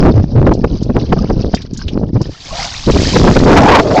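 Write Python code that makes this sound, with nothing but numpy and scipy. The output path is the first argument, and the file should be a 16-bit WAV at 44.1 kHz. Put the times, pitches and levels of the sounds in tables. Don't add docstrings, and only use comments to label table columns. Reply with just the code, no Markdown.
import sys
import numpy as np
from scipy.fft import rfft, irfft, next_fast_len
from scipy.io import wavfile
from scipy.ndimage import map_coordinates

SR = 44100
rng = np.random.default_rng(int(sys.argv[2]) if len(sys.argv) > 2 else 0)


def pcm_store(signal):
    levels = np.round(np.clip(np.atleast_2d(signal), -1, 1) * 32767)
    wavfile.write(sys.argv[1], SR, levels.astype(np.int16).T)


N = 176400

# time_s, level_db
WATER_FLOW = [(0, -33), (.3, -47), (1.15, -38.5), (1.45, -41.5), (1.62, -37), (1.69, -50), (1.8, -36.5),
              (2.07, -52), (2.2, -41.5), (2.36, -39.5), (2.5, -29), (2.62, -20.5), (2.72, -26), (2.86, -26),
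              (3.02, -18), (3.75, -26.5), (3.86, -31), (4, -26)]
# frequency_hz, gain_db
RIPPLE_SPECTRUM = [(300, -19.5), (1000, -2.5), (2000, -13), (3300, -11.5), (5000, -1), (6200, -9),
                   (7500, -34), (9000, -37)]
# frequency_hz, gain_db
SPRAY_SPECTRUM = [(300, -23), (750, -6), (1500, -12), (2800, -13), (5000, -5), (6000, -8), (7300, -11),
                  (10000, -15.5)]
def water(lift_start_s=2.23, lift_length_s=0.12, drop_hz=4046, drop_spread=0.444, drops_db=-1):
    flow_db, = curves(WATER_FLOW)
    drips = amp(drops_db) * droplets(drop_hz, drop_spread, count=2000)
    drops = amp(drops_db) * droplets(drop_hz, drop_spread, count=6000)
    hiss, clumps = rng.standard_normal(N), wobble(50)
    ripple = amp(3.5 * clumps) * unit(coloured(drips + hiss, RIPPLE_SPECTRUM))
    spray = amp(clumps) * unit(coloured(drops + hiss, SPRAY_SPECTRUM))
    lifted = np.clip((np.arange(N) / SR - lift_start_s) / lift_length_s, 0, 1)
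    return amp(flow_db) * ((1 - lifted) * ripple + lifted * spray)


def droplets(centre_hz, spread, count, samples=500, ring_cycles=49, scatter_db=3.5):
    start = rng.integers(0, N, count)[:, None]
    hz = np.clip(centre_hz * np.exp(spread * rng.standard_normal((count, 1))), 500, 10000)
    strength = amp(scatter_db * np.minimum(rng.exponential(size=(count, 1)), 4))
    t = np.arange(samples) / SR
    rings = strength * np.sin(2 * np.pi * hz * t) * fade(t, ring_cycles / hz)
    return unit(np.bincount((start + np.arange(samples)).ravel(), rings.ravel(), N)[:N])


# start_s, level_db, pitch_hz
LARGE_BUBBLES = [(2.506, -21, 1074), (2.526, -15, 639), (2.552, -16, 685), (2.588, -12, 782),
                 (2.643, -15.5, 690)]
def glugs(t60_s=0.09, attack_s=0.0024, rise_per_s=1.2, rough_rad=0.31):
    t = np.arange(SR // 5) / SR
    froth = droplets(centre_hz=850, spread=.25, count=1000, samples=2000)
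    out = amp(-29.5) * swell(2.61, .1) * froth
    for start_s, db, hz in LARGE_BUBBLES:
        phase = 2 * np.pi * hz * (t + rise_per_s * t ** 2 / 2) + rough_rad * wobble(hz / 2)[:len(t)]
        add(out, start_s, amp(db) * np.sin(phase) * fade(t, t60_s) * (1 - np.exp(-t / attack_s)))
    return out


# start_s, level_db, pitch_hz
SURFACE_SPLASHES = [(0.536, -31.5, 4860), (0.829, -33.5, 4840), (1.546, -24, 5080), (1.57, -31, 2180),
                    (1.618, -33.5, 4200), (1.735, -37, 5900), (1.773, -29, 5800), (1.881, -25, 3180),
                    (2.215, -29.5, 5250)]
def splashes(width_octaves=0.34, attack_s=0.00074, t60_s=0.063):
    out, t = np.zeros(N), np.arange(SR // 4) / SR
    envelope = 2 * fade(t, t60_s) * (1 - np.exp(-t / attack_s))
    for start_s, db, pitch_hz in SURFACE_SPLASHES:
        noise = rng.standard_normal(len(t))
        spray = filtered(noise, lambda hz: 1 / (1 + (np.log2((hz + 1) / pitch_hz) / width_octaves) ** 2))
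        add(out, start_s, amp(db) * unit(spray) * envelope)
    return out


# pitch_hz, level_db, t60_s
WIRE_MODES = [(3210, -25.5, 0.074), (3640, -23, 0.07), (4840, -13, 0.034), (7300, -27, 0.037)]
def wire_ping(start_s=1.548):
    out, t = np.zeros(N), np.arange(SR // 4) / SR
    add(out, start_s, sum(amp(db) * np.sin(2 * np.pi * hz * t) * fade(t, t60) for hz, db, t60 in WIRE_MODES))
    return out


# time_s, level_db, eddy_edge_hz
GUSTS = [(0, -4.5, 195.6), (.21, -10.5, 151.6), (.29, -23.5, 143), (.37, -9, 199.7), (.48, -5.5, 208),
         (.57, -19.5, 173.7), (.78, -22.5, 150.5), (.93, -18, 157.7), (1.48, -17, 196), (1.52, -23.5, 162),
         (1.83, -27.5, 100), (1.96, -14, 230), (2.09, -25.5, 150), (2.29, -20, 149), (2.35, -43, 125),
         (2.52, -32, 99.4), (2.85, -30.5, 93.4), (2.875, -7.5, 180.2), (3.12, -16, 168.6),
         (3.24, -6, 214.7), (3.46, -6.5, 215.3), (3.5, 2.5, 450), (3.67, 1, 594), (3.785, -5, 777),
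         (3.82, -16, 376), (4, -13, 484)]
# centre_s, half_length_s, boost_db, rise_octaves
SHARP_PUFFS = [(0.064, 0.022, 9.5, 0.89), (0.188, 0.02, 10.5, 0.8), (0.472, .01, 7.5, 0.84),
               (0.522, 0.0069, 11, 1.05), (0.647, 0.008, 16.5, 1.25), (0.9, 0.009, 19.5, 1.05),
               (0.975, 0.018, 10.5, 1.12), (1.127, 0.008, 20, 1.65), (1.169, 0.012, 7.5, 1),
               (1.242, 0.0068, 10.5, 0.77), (1.303, 0.011, 8.5, 1.27), (1.542, 0.0066, 21, 0.84),
               (2.034, 0.0078, 8.5, 0.4), (2.164, 0.016, 17.5, 0.6), (2.214, 0.0097, 15, 0.7),
               (2.899, 0.016, 7.5, 0.69), (2.965, 0.0087, 8, .5), (3.165, 0.011, 19.5, 1.35),
               (3.282, .02, 7.5, 1.0), (3.366, .007, 7.5, 0.68), (3.534, .012, 1, .6), (3.66, .011, 5, .5)]
def wind(flutter_db=4.5, flutter_octaves=0.083, rumble_db=-8, sputter_db=-3):
    level_db, edge_hz = curves(GUSTS)
    speed = edge_hz / EDDY_EDGE_HZ
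    flutter = wobble(65)
    buffet_db = flutter_db * flutter
    octaves = np.log2(speed) + flutter_octaves * speed * flutter
    for centre_s, half_length_s, boost_db, rise_octaves in SHARP_PUFFS:
        puff = swell(centre_s, half_length_s)
        buffet_db += boost_db * puff
        octaves += rise_octaves * puff
    swings = amp(rumble_db) * np.minimum(1 / speed, 1) * rumble()
    pops = amp(sputter_db) * np.minimum(speed, 1) ** 2 * sputter()
    return amp(level_db) * (amp(buffet_db) * eddies(octaves) + swings + pops)


EDDY_EDGE_HZ = 200
# frequency_hz, gain_db
EDDY_SPECTRUM = [(15, -6.5), (40, -1.5), (110, -1), (200, -3), (330, -8), (520, -16), (900, -30.5),
                 (1800, -57), (8000, -130)]
def eddies(edge_octaves, count=12):
    out = np.zeros(N)
    position = np.clip(2 * edge_octaves + 3, 0, count - 1)
    for k in range(count):
        shift = 2 ** ((k - 3) / 2)
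        noise = unit(coloured(rng.standard_normal(N), [(hz * shift, db) for hz, db in EDDY_SPECTRUM]))
        out += noise * np.sqrt(np.maximum(1 - np.abs(position - k), 0))
    return out


# time_s, level_db, pitch_hz
PORT_NOTE = [(3.3, -70, 400), (3.52, -13, 520), (3.77, -3.5, 1051), (3.82, -17, 499.5),
             (3.93, -13.5, 479.6), (3.97, -6.5, 762)]
def howl(width_hz=380):
    level_db, hz = curves(PORT_NOTE)
    band = wobble(width_hz) + 1j * wobble(width_hz)
    return amp(level_db) * unit(np.real(band * np.exp(2j * np.pi * np.cumsum(hz) / SR)))


# centre_s, half_length_s, level_db, pitch_hz
LOW_BUFFETS = [(0.183, .035, 2, 104.7), (0.384, .035, 2.5, 105), (1.865, 0.011, -10, 95),
               (2.164, 0.02, -2.5, 150)]
def thumps(waver=.25):
    uneven_t = np.cumsum(np.exp(waver * wobble(90))) / SR
    return sum(amp(db) * swell(centre_s, half_length_s) * np.sin(2 * np.pi * hz * uneven_t)
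               for centre_s, half_length_s, db, hz in LOW_BUFFETS)


# centre_s, level_db
PORT_POPS = [(0.242, 1), (.618, -4.5), (.826, -1.5), (.967, 14.5), (1.733, -7), (1.934, -5), (2.134, -2)]
def knocks(half_length_s=.0014):
    t = np.arange(N) / SR
    return sum(2 * amp(db) * (t - s) / half_length_s * swell(s, half_length_s) for s, db in PORT_POPS)


def sputter(count=170, scatter_db=6, pitch_hz=329):
    at = rng.integers(0, N, count)
    push = rng.choice([-1, 1], count) * amp(scatter_db * np.minimum(rng.exponential(size=count), 2))
    kicks = np.bincount(at, push, N)
    pops = filtered(kicks, lambda hz: 1j * hz / (pitch_hz + 1j * hz) * np.exp(-(hz / pitch_hz) ** 2 / 2))
    return unit(pops)


# frequency_hz, gain_db
RUMBLE_SPECTRUM = [(10, -27.5), (28, -2), (60, -5.5), (120, -16.5), (300, -37.5), (1000, -100)]
def rumble():
    return unit(coloured(rng.standard_normal(N), RUMBLE_SPECTRUM))


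def amp(db):
    return 10 ** (np.asarray(db) / 20)


def unit(x):
    return x / np.sqrt(np.mean(x ** 2) + 1e-20)


def curves(rows):
    times, *columns = np.transpose(rows)
    return [np.interp(np.arange(N) / SR, times, column) for column in columns]


def wobble(rate):
    return map_coordinates(rng.standard_normal(4096), [np.arange(N) * rate / SR], mode="wrap")


def filtered(x, response):
    size = next_fast_len(len(x) + 8192)
    return irfft(rfft(x, size) * response(np.fft.rfftfreq(size, 1 / SR)), size)[:len(x)]


def coloured(x, points):
    points_hz, db = np.transpose(points)
    return filtered(x, lambda hz: amp(np.interp(np.log(hz + 1), np.log(points_hz), db)))


def fade(t, t60):
    return np.exp(-np.log(1000) * t / t60)


def swell(centre_s, half_length_s):
    return np.exp(-np.minimum(((np.arange(N) / SR - centre_s) / half_length_s) ** 2, 20))


def add(track, start_s, sound):
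    part = track[max(round(start_s * SR), 0):][:len(sound)]
    part += sound[:len(part)]


def scene():
    air = wind() + thumps() + knocks() + howl()
    return (air + water() + splashes() + glugs() + wire_ping())[None]


# frequency_hz, gain_db
TREBLE_ROLL_OFF = [(5000, 0), (7000, -2), (7800, -8), (8700, -22), (9800, -52)]
def record(dry):
    overload_db, hardness, ceiling_db, top_hz = -2.95, 50, -2.92, 15900
    clipped = dry[0] / (1 + np.abs(dry[0] / amp(overload_db)) ** hardness) ** (1 / hardness)
    shaved = np.clip(coloured(clipped, TREBLE_ROLL_OFF), -amp(ceiling_db), amp(ceiling_db))
    return filtered(shaved, lambda hz: hz < top_hz)[None]


dry = scene()
out = record(dry)
pcm_store(out)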